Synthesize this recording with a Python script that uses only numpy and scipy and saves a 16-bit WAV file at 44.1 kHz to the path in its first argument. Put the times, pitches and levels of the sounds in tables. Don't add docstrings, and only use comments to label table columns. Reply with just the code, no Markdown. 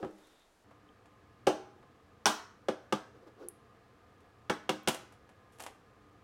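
import sys
import numpy as np
from scipy import signal
from scipy.fft import rfft, irfft, next_fast_len
from scipy.io import wavfile
from scipy.ndimage import uniform_filter1d

SR = 44100
rng = np.random.default_rng(int(sys.argv[2]) if len(sys.argv) > 2 else 0)


def dump_mix(stems):
    frames = np.atleast_2d(stems).T
    limited = np.clip(frames, -1, 1)
    pcm = np.round(limited * 32767).astype(np.int16)
    wavfile.write(sys.argv[1], SR, pcm)


N = 275003
TIME = np.arange(N) / SR
RING = TIME[:SR * 3 // 4]

SLIDE_S, SLIDE_LENGTH_S = 0.25, 0.33
HUM_START_S = 0.643
# [f/Hz, level/dB]
FLAKE_COLOUR = [(100, -21), (400, -2.5), (750, 2.5), (1500, -6.5), (2100, -6), (3000, -4.5), (4500, -10),
                (7000, -6.5), (11000, -6.5), (16000, -23)]


def blows(push_s=0.00078):
    # [t/s, strength/dB, hardness/(dB/octave), favoured f/Hz, its boost/dB,
    # its width/octaves, counter ring level/dB, crunch t60/s, room level/dB]
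    blow_table = [ (0.0277, 8, -6, 558, 5, 0.29, 2, 0.027, 3),
                  (1.4685, 12, 1.27, 513, 12, 0.8, 3, 0.041, 2),
                  (2.2568, 11, 3.5, 990, 5, 0.74, -0.5, 0.019, 6.5),
                  (2.6843, 12, -1, 533, 8, 0.4, 0, 0.049, -1),
                  (2.9243, 13, 0.4, 1270, 1, 0.24, 3.5, 0.032, -1),
                  (4.4968, 12.5, 0.56, 1800, 6, 0.52, 3, 0.05, -1),
                  (4.692, 11, 1.52, 2600, 2, 0.5, 3, 0.038, -1.5),
                  (4.8743, 11.5, 2.5, 200, 7, 0.37, 1.5, 0.057, 0), ]
    # [f/Hz, level/dB, t60/s]
    counter_modes = [ (131.8, -5, 0.095), (157.3, -4, 0.12), (201.6, 3.5, .12), (238.4, -2.5, 0.12),
                     (308.3, 4.5, 0.25), (380.3, 3.5, 0.1), (442, -4.5, 0.06), (500, 1, 0.095),
                     (542.3, 0.5, .06), (646, -5.5, 0.54), (743, -6, 0.044), (809.4, 3.5, 0.11),
                     (864, -2.5, 0.12), (992, -4.5, 0.17), (1169, 3, 0.1153), (1270, 2, 0.073),
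                     (1351, -0.5, 0.21), (1392, -10, 0.21), (1542, -10, 0.14), (1702, 0.5, 0.051),
                     (2100, -6, .06), (2233, 2, 0.0753), (2600, -0.5, 0.06), (2840, 5.5, 0.034),
                     (3400, 1.5, 0.027), ]
    # [f/Hz, level/dB]
    crunch_colour = [(60, -14.5), (250, -17.5), (500, -6.5), (1000, -6), (1600, -2), (1900, -9),
                     (2300, -8.5), (3200, 0), (4300, -2.5), (6000, 1.5), (7000, -3.5), (8400, -1),
                     (9800, -4.5), (16000, -11.5)]
    ring_room_db = -9

    modes = []
    for hz, db, t60 in counter_modes:
        gain = undb(db) * 2 * np.log(1000) / (t60 * SR)
        modes.append(gain * fade(t60) * np.sin(2 * np.pi * hz * RING))
    signs = (-1) ** np.arange(len(modes))
    ring = signs @ np.array(modes)
    push = 1 - np.exp(-RING / push_s)

    out = np.zeros(N)
    for s, db, hardness_db, spot_hz, spot_db, octaves, ring_db, crunch_t60, room_db in blow_table:
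        slab = undb(ring_db) * ring
        shell = colour(burst(push * fade(crunch_t60), grain_db=1.37), crunch_colour)
        room = kitchen(undb(ring_room_db) * slab + shell)[:len(RING)]
        blow = slab + shell + undb(room_db) * room
        blow = colour(blow, contact(db, hardness_db, spot_hz, spot_db, octaves))
        blow = colour(blow, [(25, -18.5), (60, -5.5), (125, -0.5), (190, 2)])
        add(out, s, blow)
    return out


def contact(db, hardness_db, spot_hz, spot_db, octaves):
    # [f/Hz, level/dB]
    force_colour = [(190, 0), (300, 3), (440, 1), (600, -1.5), (850, -2), (1400, -8), (2200, -12),
                    (3000, -16.5), (5600, -23.5), (9000, -28), (12000, -33)]
    hardness_from_hz = 450

    hz = np.geomspace(150, 14000, 60)
    bright = hardness_db * np.log2(np.maximum(hz / hardness_from_hz, 1))
    hump = spot_db * np.exp(-(np.log2(hz / spot_hz) / octaves) ** 2)
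    return list(zip(hz, db + along(force_colour, hz) + bright + hump))


def snaps():
    # [t/s, f/Hz, peak envelope level/dB, rise time/s]
    snap_table = [(0.89, 3140, -58.5, 0.001), (2.257, 5690, -11, 0.00049), (3.4861, 10000, -24.5, 0.0002),
                  (3.4897, 11600, -33, 0.0001), (4.8332, 13900, -51.5, .00012)]

    out = np.zeros(N)
    for s, hz, db, rise in snap_table:
        envelope = RING / rise * np.exp(1 - RING / rise)
        add(out, s, undb(db) * envelope * np.sin(2 * np.pi * hz * RING))
    return out


def crackles(grain_db=3.0, rise_s=0.00017):
    # [t/s, level/dB, treble tilt/(dB/octave), t60/s]
    crackle_table = [ (0.047, -21, -8, 0.027), (0.710, -29.5, -10, 0.063), (1.057, -31.5, -5, 0.05),
                     (1.827, -32, -10, 0.06), (4.205, -37, -2.5, 0.038), (4.8838, 6, -1, 0.033),
                     (4.9456, -7.5, -1.5, 0.021), (5.122, -26.5, -3, 0.096), (5.291, -27.5, -5.5, 0.049),
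                     (5.521, -30.5, 0, 0.35), (5.586, -27, -0.5, 0.035), (5.5967, -12.5, -3.5, 0.096),
                     (5.603, -12, -1, 0.045), (5.6227, -20, 2.5, 0.025), (5.637, -13.5, -1, 0.04),
                     (5.6638, -9, -4.5, 0.046), ]

    out = np.zeros(N)
    rise = 1 - np.exp(-RING / rise_s)
    for s, db, tilt_db, t60 in crackle_table:
        crackle = burst(rise * fade(t60), grain_db)
        add(out, s, undb(db) * colour(crackle, FLAKE_COLOUR, tilt_db))
    return out


def rolls(grain_db=4):
    # [middle t/s, length/s, rms level at the middle/dB]
    roll_table = [(0.008, 0.22, -49), (1.763, 0.017, -60), (3.167, 0.065, -56.5), (3.231, 0.054, -57.5),
                  (3.278, 0.027, -47.5), (3.423, 0.1, -48.5)]
    # [f/Hz, level/dB]
    roll_colour = [(80, -42), (240, -15.5), (330, 7), (420, 3.5), (520, -1.5), (620, -16), (780, -7.5),
                   (1000, -19), (1300, -15), (2000, -31), (4500, -32.5), (5500, -33), (7000, -41),
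                   (12000, -47)]

    push = sum(undb(db) * swell(s, length) for s, length, db in roll_table)
    bumps = rng.standard_normal(N) * undb(grain_db * rng.standard_normal(N))
    return push * level(colour(bumps, roll_colour), 0)


def grit(scatter_db=3, tilt_db=-2.0):
    ticks_per_s, tick_db, tick_t60_s = 18, -35, 0.045

    out = np.zeros(N)
    chance = rng.uniform(-1, 1, (int(ticks_per_s * SLIDE_LENGTH_S), 2))
    for place, size in chance:
        tick = colour(burst(fade(tick_t60_s)), FLAKE_COLOUR, tilt_db)
        add(out, SLIDE_S + place * SLIDE_LENGTH_S / 2, undb(tick_db + scatter_db * size) * tick)
    return out


def hand_slide():
    # [f/Hz, level/dB]
    slide_colour = [(30, 1), (130, -6), (450, -1), (1300, -5), (2200, -12), (4300, -16.5), (7000, -18),
                    (10000, -21.5), (16000, -32)]
    # [middle t/s, length/s, rms level at the middle/dB]
    squeak_table = [(0.267, 0.27, -74), (0.41, 0.18, -73)]
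    slide_db, background_db, squeak_hz = -72.5, -68, 3650

    hiss_gain = undb(background_db) + undb(slide_db) * swell(SLIDE_S, SLIDE_LENGTH_S)
    squeak_gain = sum(undb(db) * swell(s, length) for s, length, db in squeak_table)
    hiss = hiss_gain * level(colour(rng.standard_normal(N), slide_colour), 0)
    squeak = squeak_gain * whistle(squeak_hz, t60=0.008)
    return (hiss + squeak) * (1 - hum_running())


def appliance_hum():
    # [f/Hz, level/dB]
    air_colour = [(15, -33.5), (25, -20), (97, -3), (161, -12.5), (200, -7.5), (344, -13.5), (489, -7.5),
                  (607, -19.5), (677, -11), (988, -20.5), (1230, -12), (1370, -20.5), (1700, -19.5),
                  (2000, -23.5), (16000, -49)]
    # [f/Hz, rms level/dB]
    hum_tones = [(118.4, -73), (296.1, -74.5), (1044, -77), (1222, -76), (1685, -81.5)]
    air_db = -62.5

    air = level(colour(rng.standard_normal(N), air_colour), air_db)
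    tones = sum(undb(db) * whistle(hz, t60=0.37) for hz, db in hum_tones)
    return (air + tones) * hum_running()


def hum_running():
    return np.clip((TIME - HUM_START_S) / 0.0027, 0, 1)


def kitchen(x, early_db=-3, early_t60=0.1713, late_db=-5.5, build_s=0.0027):
    # [f/Hz, t60/s]
    room_t60 = [(100, 0.32), (300, 0.55), (700, 0.43), (1400, 0.57), (3000, 0.43), (6000, 0.42),
                (10000, 0.31), (16000, 0.32)]
    # [delay/s, level/dB]
    echoes = [(.0028, -28.5), (.0082, -14)]

    hz = np.arange(len(RING) // 2 + 1) * SR / len(RING)
    arrive = 1 - np.exp(-(RING / build_s) ** 2)
    longest = max(t60 for _, t60 in room_t60)
    diffuse = rfft(burst(arrive * fade(longest)))
    tail = 0
    for centre, t60 in room_t60:
        share = along([(f, f == centre) for f, _ in room_t60], hz)
        band = irfft(diffuse * share, len(RING))
        tail = tail + band * fade(t60) / fade(longest)
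    scatter = burst(arrive * fade(early_t60))
    scatter = colour(scatter, [(150, 5), (500, 2), (1200, 2.0), (16000, -4.5)])
    response = undb(early_db) * scatter + undb(late_db) * tail
    for delay, db in echoes:
        response[int(delay * SR)] += undb(db)
    return signal.fftconvolve(x, response)[:N]


def burst(envelope, grain_db=0):
    sizes = np.repeat(rng.standard_normal(len(RING)), 16)[:len(RING)]
    outline = envelope * undb(grain_db * sizes) + 1e-12
    x = rng.standard_normal(len(RING)) * outline
    for _ in range(2):
        spectrum = rfft(x)
        x = irfft(spectrum / np.abs(spectrum), len(RING))
        local_power = np.abs(uniform_filter1d(x ** 2, size=128))
        x *= outline / np.sqrt(local_power + 1e-18)
    return x / np.linalg.norm(x)


def whistle(hz, t60):
    resonance = fade(t60) * np.sin(2 * np.pi * hz * RING)
    return level(signal.fftconvolve(rng.standard_normal(N), resonance)[:N], 0)


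def swell(s, length):
    return np.exp(-2 * ((TIME - s) / length * 2) ** 2)


def fade(t60):
    return np.exp(-np.log(1000) * RING / t60)


def colour(x, points, tilt_db=0):
    n = 2 * next_fast_len(len(x))
    hz = np.arange(n // 2 + 1) * SR / n
    db = along(points, hz) + tilt_db * np.log2(np.maximum(hz, 1500) / 3000)
    cepstrum = irfft(np.log(undb(db)))
    cepstrum[1:n // 2] *= 2
    cepstrum[n // 2 + 1:] = 0
    return irfft(rfft(x, n) * np.exp(rfft(cepstrum)))[:len(x)]


def along(points, hz):
    f, value = np.transpose(points)
    return np.interp(np.log(hz + 1), np.log(f), value)


def undb(db):
    return 10 ** (np.asarray(db) / 20)


def level(x, db):
    return x * undb(db) / np.sqrt(np.mean(x ** 2))


def add(out, s, x):
    i = max(int(s * SR), 0)
    out[i:i + len(x)] += x[:N - i]


def scene():
    snap, crackle, roll = snaps(), crackles(), rolls()
    room = kitchen(undb(-13) * snap + undb(-2.5) * crackle + undb(-3.5) * roll)
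    egg = blows() + snap + crackle + roll + room
    return (egg + grit() + hand_slide() + appliance_hum())[None]


def record(dry):
    top_hz = 16200
    return signal.sosfilt(signal.ellip(10, 0.2, 70, top_hz, fs=SR, output="sos"), dry)


dry = scene()
out = record(dry)
dump_mix(out)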